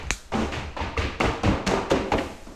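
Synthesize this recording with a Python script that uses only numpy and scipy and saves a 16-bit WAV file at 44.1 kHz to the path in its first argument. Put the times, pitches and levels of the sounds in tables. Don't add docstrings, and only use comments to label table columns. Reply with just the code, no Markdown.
import sys
import numpy as np
from scipy import signal
from scipy.fft import irfft
from scipy.io import wavfile

SR = 44100
rng = np.random.default_rng(int(sys.argv[2]) if len(sys.argv) > 2 else 0)


def transcribe(u):
    v = np.clip(np.atleast_2d(u).T, -1, 1)
    q = np.round(v * 32767).astype(np.int16)
    wavfile.write(sys.argv[1], SR, q)


N = 112454


def amp(db):
    return 10 ** (np.asarray(db) / 20)


def unit_rms(x):
    return x / np.sqrt(np.mean(x ** 2) + 1e-20)


def spectrum_db(points, hz):
    point_hz, point_db = np.transpose(points)
    return np.interp(np.log(hz + 1), np.log(point_hz + 1), point_db)


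def add(mix, start_s, sound):
    at = round(start_s * SR)
    part, sound = mix[max(at, 0):], sound[max(-at, 0):]
    part[:len(sound)] += sound[:len(part)]


def noise(shape, size):
    return unit_rms(irfft(shape * np.exp(2j * np.pi * rng.random(len(shape))), size))


def coloured(points, size):
    return noise(amp(spectrum_db(points, np.fft.rfftfreq(size, 1 / SR))), size)


def decay(t, t60):
    return np.exp(-np.log(1000) * t / t60)


# frequency in Hz, relative level in dB.
RUMBLE_COLOUR = [(20, 15), (35, 10), (66, 6), (120, -10), (300, -12), (700, -12.5), (1500, -17.5),
                 (3000, -21.5), (6500, -27), (10000, -53), (13000, -52)]
# frequency in Hz, relative level in dB.
HISS_COLOUR = [(500, 12.5), (3000, -2), (6500, 1), (8000, -0.5), (10000, -8.5), (13000, -10)]
# time in seconds, level in dB.
HISS_LEVELS = [(0, -57.5), (1.901, -76.5), (2.2, -43), (2.36, -50), (2.55, -53.5)]

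def room_tone(rumble_db=-44):
    hiss_db = np.interp(np.arange(N) / SR, *np.transpose(HISS_LEVELS))
    return amp(rumble_db) * coloured(RUMBLE_COLOUR, N) + amp(hiss_db) * coloured(HISS_COLOUR, N)


# frequency in Hz, relative level in dB.
WOOD_COLOUR = [(40, -2), (66, -1.5), (120, -5.5), (300, 5.5), (600, -5), (900, -5.5), (1250, -7.5),
               (1600, -5.5), (2100, -5), (2750, -5.5), (3300, -11.5), (4300, -11.5), (5300, -12),
               (6400, -11.5), (8000, -17.5), (10000, -27), (13000, -21.5)]
# frequency in Hz, width in Hz, lift in dB.
BOARD_RESONANCES = [(74.5, 62, 6.5), (203.3, 5.8, 6.5), (360, 10.6, -1), (455.6, 5.6, 6.5), (538, 25, 4),
                    (929, 44, 2.5), (1190, 37, 5.5)]
# low and high edge in Hz, direct attack and t60
# in seconds, direct gain in dB, room build-up and t60 in seconds.
REGISTERS = [(48, 130, 0.026, 0.19, -1, 0.014, 0.49), (153, 755, 0.0031, 0.13, -3, 0.014, 0.58),
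             (565, 1290, 0.0018, 0.048, 1.5, 0.014, 0.61), (1280, 4210, 0.0042, 0.077, 0, 0.0078, 0.66),
             (4100, 9800, 0.00057, 0.028, 3, 0.0077, 0.55)]
# start in seconds, boom, thud, knock, clack and
# tick in dB, direct sound over the room in dB, the board's note in Hz, its level in dB.
STRIKES = np.array([ (-.04, -47, -43, -37, -38.5, -54, 24.5, 415, -39),
           (.030, -36, -53, -52.5, -63, -62, 12.5, 152.5, -36),
           (.319, -28.5, -38, -29, -37.5, -50, 3, 856, -30), (.334, -41, -31, -38, -38, -54, 10, 786, -20),
           (.345, -32, -28.5, -28.5, -62, -43.5, -11, 223, -20.5),
           (.382, -31, -55, -55, -34.5, -48, -13, 223, -21.5),
           (.405, -30.5, -28, -34, -48, -45, -4, 336, -40),
           (.519, -26.5, -34.5, -35, -33, -47.5, 3, 533, -40),
           (.572, -26.5, -36.5, -36.5, -42, -50, 4.5, 280, -43),
           (.765, -39, -36.5, -31, -36, -52, 3, 950, -23),
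           (.803, -25.5, -32.5, -33, -34, -51.5, -8, 917, -21.5),
           (.968, -27, -46, -31.5, -45, -44, -12, 1182, -21),
           (.974, -24.5, -32.5, -35, -31, -47.5, 1.5, 456, -20.5),
           (1.014, -28.5, -31, -47, -32, -54, 4, 293, -40),
           (1.200, -38, -27, -27.5, -38, -39.5, 8, 454, -14),
           (1.208, -31, -28.5, -32.5, -34, -57, 10.5, 1185, -18.5),
           (1.237, -23.5, -25.5, -31, -37, -49, 10, 470, -35),
           (1.256, -50, -45, -28.5, -33.5, -46.5, 4.5, 1315, -22.5),
           (1.433, -26.5, -26.5, -29.5, -34, -42.5, 7.5, 224, -22),
           (1.445, -21, -30.5, -39, -35, -50.5, 9, 437, -30.5),
           (1.475, -24.5, -25.5, -29, -38.5, -50, 7.5, 194, -18.5),
           (1.508, -39, -27.5, -30, -39, -68, -2, 313, -28),
           (1.666, -42, -34, -24.5, -53, -50, 4, 190.5, -19),
           (1.675, -23, -32, -64, -33, -37, 4, 457, -19.5),
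           (1.710, -39, -24.5, -32, -37.5, -46, 9, 289, -19.5),
           (1.735, -50, -32, -27.5, -36.5, -56, 6, 392, -15),
           (1.775, -50, -35.5, -33, -57, -69, 10, 931, -29),
           (1.904, -55.5, -25.5, -29, -33, -43, 7.5, 950, -21),
           (1.913, -31, -22, -29.5, -45, -50, 8.5, 545.6, -12),
           (1.920, -52, -31, -42, -54, -56, 8.5, 391.3, -11.5),
           (1.956, -34.5, -33, -35, -36.5, -51, 6.5, 271, -23),
           (2.118, -30.5, -34, -35, -37.5, -58, 15, 828, -20),
           (2.135, -35.5, -26.5, -34, -44.5, -60, 14, 660, -20),
           (2.179, -64, -36.5, -54, -38.5, -57, 15, 537, -21.5),
           (2.202, -36, -42, -39, -56, -72, 10.5, 338, -28), (2.243, -44, -43, -62, -52, -66, 6, 379, -40),
           (2.468, -50, -42, -49, -61, -61, 8, 630, -36)])

def hooves():
    out, t = np.zeros(N), np.arange(SR) / SR
    hz = np.fft.rfftfreq(SR, 1 / SR) + 1
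    lift_db = sum(db / (1 + (2 * (hz - centre) / width) ** 2) for centre, width, db in BOARD_RESONANCES)
    wood = amp(spectrum_db(WOOD_COLOUR, hz) + lift_db)
    bands = [wood / np.sqrt((1 + (low / hz) ** 8) * (1 + (hz / high) ** 10))
             for low, high, *_ in REGISTERS]
    for start, *levels_db, near_db, _, _ in STRIKES:
        for band, level_db, register in zip(bands, levels_db, REGISTERS):
            attack_s, direct_t60, direct_db, build_s, room_t60 = register[2:]
            direct = noise(band, SR) * (1 - np.exp(-(t / attack_s) ** 2)) * decay(t, direct_t60)
            room = noise(band, SR) * (1 - np.exp(-t / build_s)) * decay(t, room_t60)
            add(out, start, amp(level_db) * (amp(near_db + direct_db) * direct + room))
    return out


def board_notes(rise_cycles=0.91, t60_cycles=41.2, echo_db=-16.5, echo_t60=0.73):
    out, t = np.zeros(N), np.arange(SR) / SR
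    hz = np.fft.rfftfreq(SR, 1 / SR)
    for start, *_, note_hz, note_db in STRIKES:
        ring = np.sin(2 * np.pi * note_hz * t) * decay(t, t60_cycles / note_hz)
        echo_band = 1 / (1 + (2 * (hz / note_hz - 1) / 0.046) ** 2)
        echo = noise(echo_band, SR) * decay(t, echo_t60)
        rise = 1 - np.exp(-t * note_hz / rise_cycles)
        add(out, start, amp(note_db) * rise * (ring + amp(echo_db) * echo))
    return out


# frequency in Hz, level in dB, t60 in seconds.
SNAP_MODES = [(48, -15.5, 0.14), (1350, -14, 0.0007), (1960, 0, 0.0039), (2380, -0.5, 0.0046),
              (3900, -13, 0.0088), (6280, -7, 0.0051), (2320, -35, 0.11)]
# frequency in Hz, relative level in dB.
RATTLE_COLOUR = [(200, 7), (1300, -36), (2400, 4), (3200, -8), (4000, 1), (5100, -14), (6600, 8),
                 (8300, -5), (10000, -22), (13000, -21)]
# frequency in Hz, relative level in dB.
SNAP_ECHO_COLOUR = [(200, -25), (600, -37), (1300, 4), (1800, 0), (2500, -8), (3800, 3), (5000, -1.5),
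                    (6500, 1.5), (8300, -2), (10000, -10.5), (13000, -13)]

def snap(start_s=0.1061, tick_s=0.07, rise_cycles=0.95, chirp_hz=1550, chirp_fall_s=0.0016):
    out, t = np.zeros(N), np.arange(SR) / SR
    ring = sum(amp(db) * np.sin(2 * np.pi * hz * t) * (1 - np.exp(-t * hz / rise_cycles)) * decay(t, t60)
               for hz, db, t60 in SNAP_MODES)
    cycles = np.cumsum(chirp_hz / (1 + (t / chirp_fall_s) ** 2)) / SR
    chirp = amp(-18.5) * np.sin(2 * np.pi * cycles) * np.minimum(cycles, 1) * decay(t, t60=0.044)
    rattle = amp(-27.5) * coloured(RATTLE_COLOUR, SR) * decay(t, t60=0.15)
    echo = amp(-36) * coloured(SNAP_ECHO_COLOUR, SR) * decay(t, t60=0.46)
    add(out, tick_s, amp(-30) * (ring + rattle))
    add(out, start_s, ring + chirp + rattle + echo)
    return out


# frequency in Hz, relative level in dB.
SKID_COLOUR = [(300, -18), (1500, 3), (2700, 5.5), (3500, 3), (4400, -1), (5400, -5.5), (6500, 0.5),
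               (8200, -10.5), (10000, -16.5), (13000, -21)]
# start in seconds, length in seconds, level in dB.
SKIDS = [(0.526, 0.048, -43), (1.663, 0.023, -29), (1.899, 0.03, -31.5), (2.117, 0.022, -37)]

def skids(grit_db=4, grain_s=0.00058):
    out, t = np.zeros(N), np.arange(SR) / SR
    for start, length, db in SKIDS:
        roughness = np.interp(t / grain_s, np.arange(SR), rng.standard_normal(SR))
        grit = unit_rms(amp(grit_db * roughness))
        stroke = np.sqrt(abs(np.sin(np.pi * np.minimum(t / length, 1))))
        add(out, start, amp(db) * stroke * grit * coloured(SKID_COLOUR, SR))
    return out


# multiple of the pitch, level in dB, t60 in seconds.
HORN_MODES = [(0.57, -27, 0.011), (0.8, -25, 0.031), (1, 3, 0.016), (1.265, -4, 0.026),
              (2.04, -21.5, 0.048)]
# start in seconds, level in dB, pitch of the horn in Hz.
CRACKS = [(0.9753, -17, 2113), (1.2068, -11, 2186), (1.255, -19, 2110), (1.675, -24.5, 4350),
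          (1.9122, -23, 2830), (2.1189, -21, 2190), (2.186, -20.5, 1875)]

def cracks(rise_s=0.00067):
    out, t = np.zeros(N), np.arange(SR // 4) / SR
    for start, level_db, hz in CRACKS:
        phases = 2 * np.pi * rng.random(len(HORN_MODES))
        ring = sum(amp(db) * np.sin(2 * np.pi * hz * ratio * t + phase) * decay(t, t60)
                   for (ratio, db, t60), phase in zip(HORN_MODES, phases))
        add(out, start, amp(level_db) * ring * (1 - np.exp(-t / rise_s)))
    return out


# start in seconds, pitch in Hz, level in dB.
CLOPS = [(1.4345, 760, -13), (2.119, 833, -9.5)]

def clops(rise_s=0.0027, t60=0.024):
    out, t = np.zeros(N), np.arange(SR) / SR
    swell = (1 - np.exp(-(t / rise_s) ** 2)) * decay(t, t60)
    for start, hz, db in CLOPS:
        add(out, start, amp(db) * swell * np.sin(2 * np.pi * hz * t))
    return out


def scene():
    return (room_tone() + hooves() + board_notes() + snap() + skids() + cracks() + clops())[None]


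def record(dry):
    edge_hz = 13250
    lowpass = signal.firwin(301, edge_hz, window=("kaiser", 8), fs=SR)
    return signal.oaconvolve(dry, lowpass[None], "same")


dry = scene()
out = record(dry)
transcribe(out)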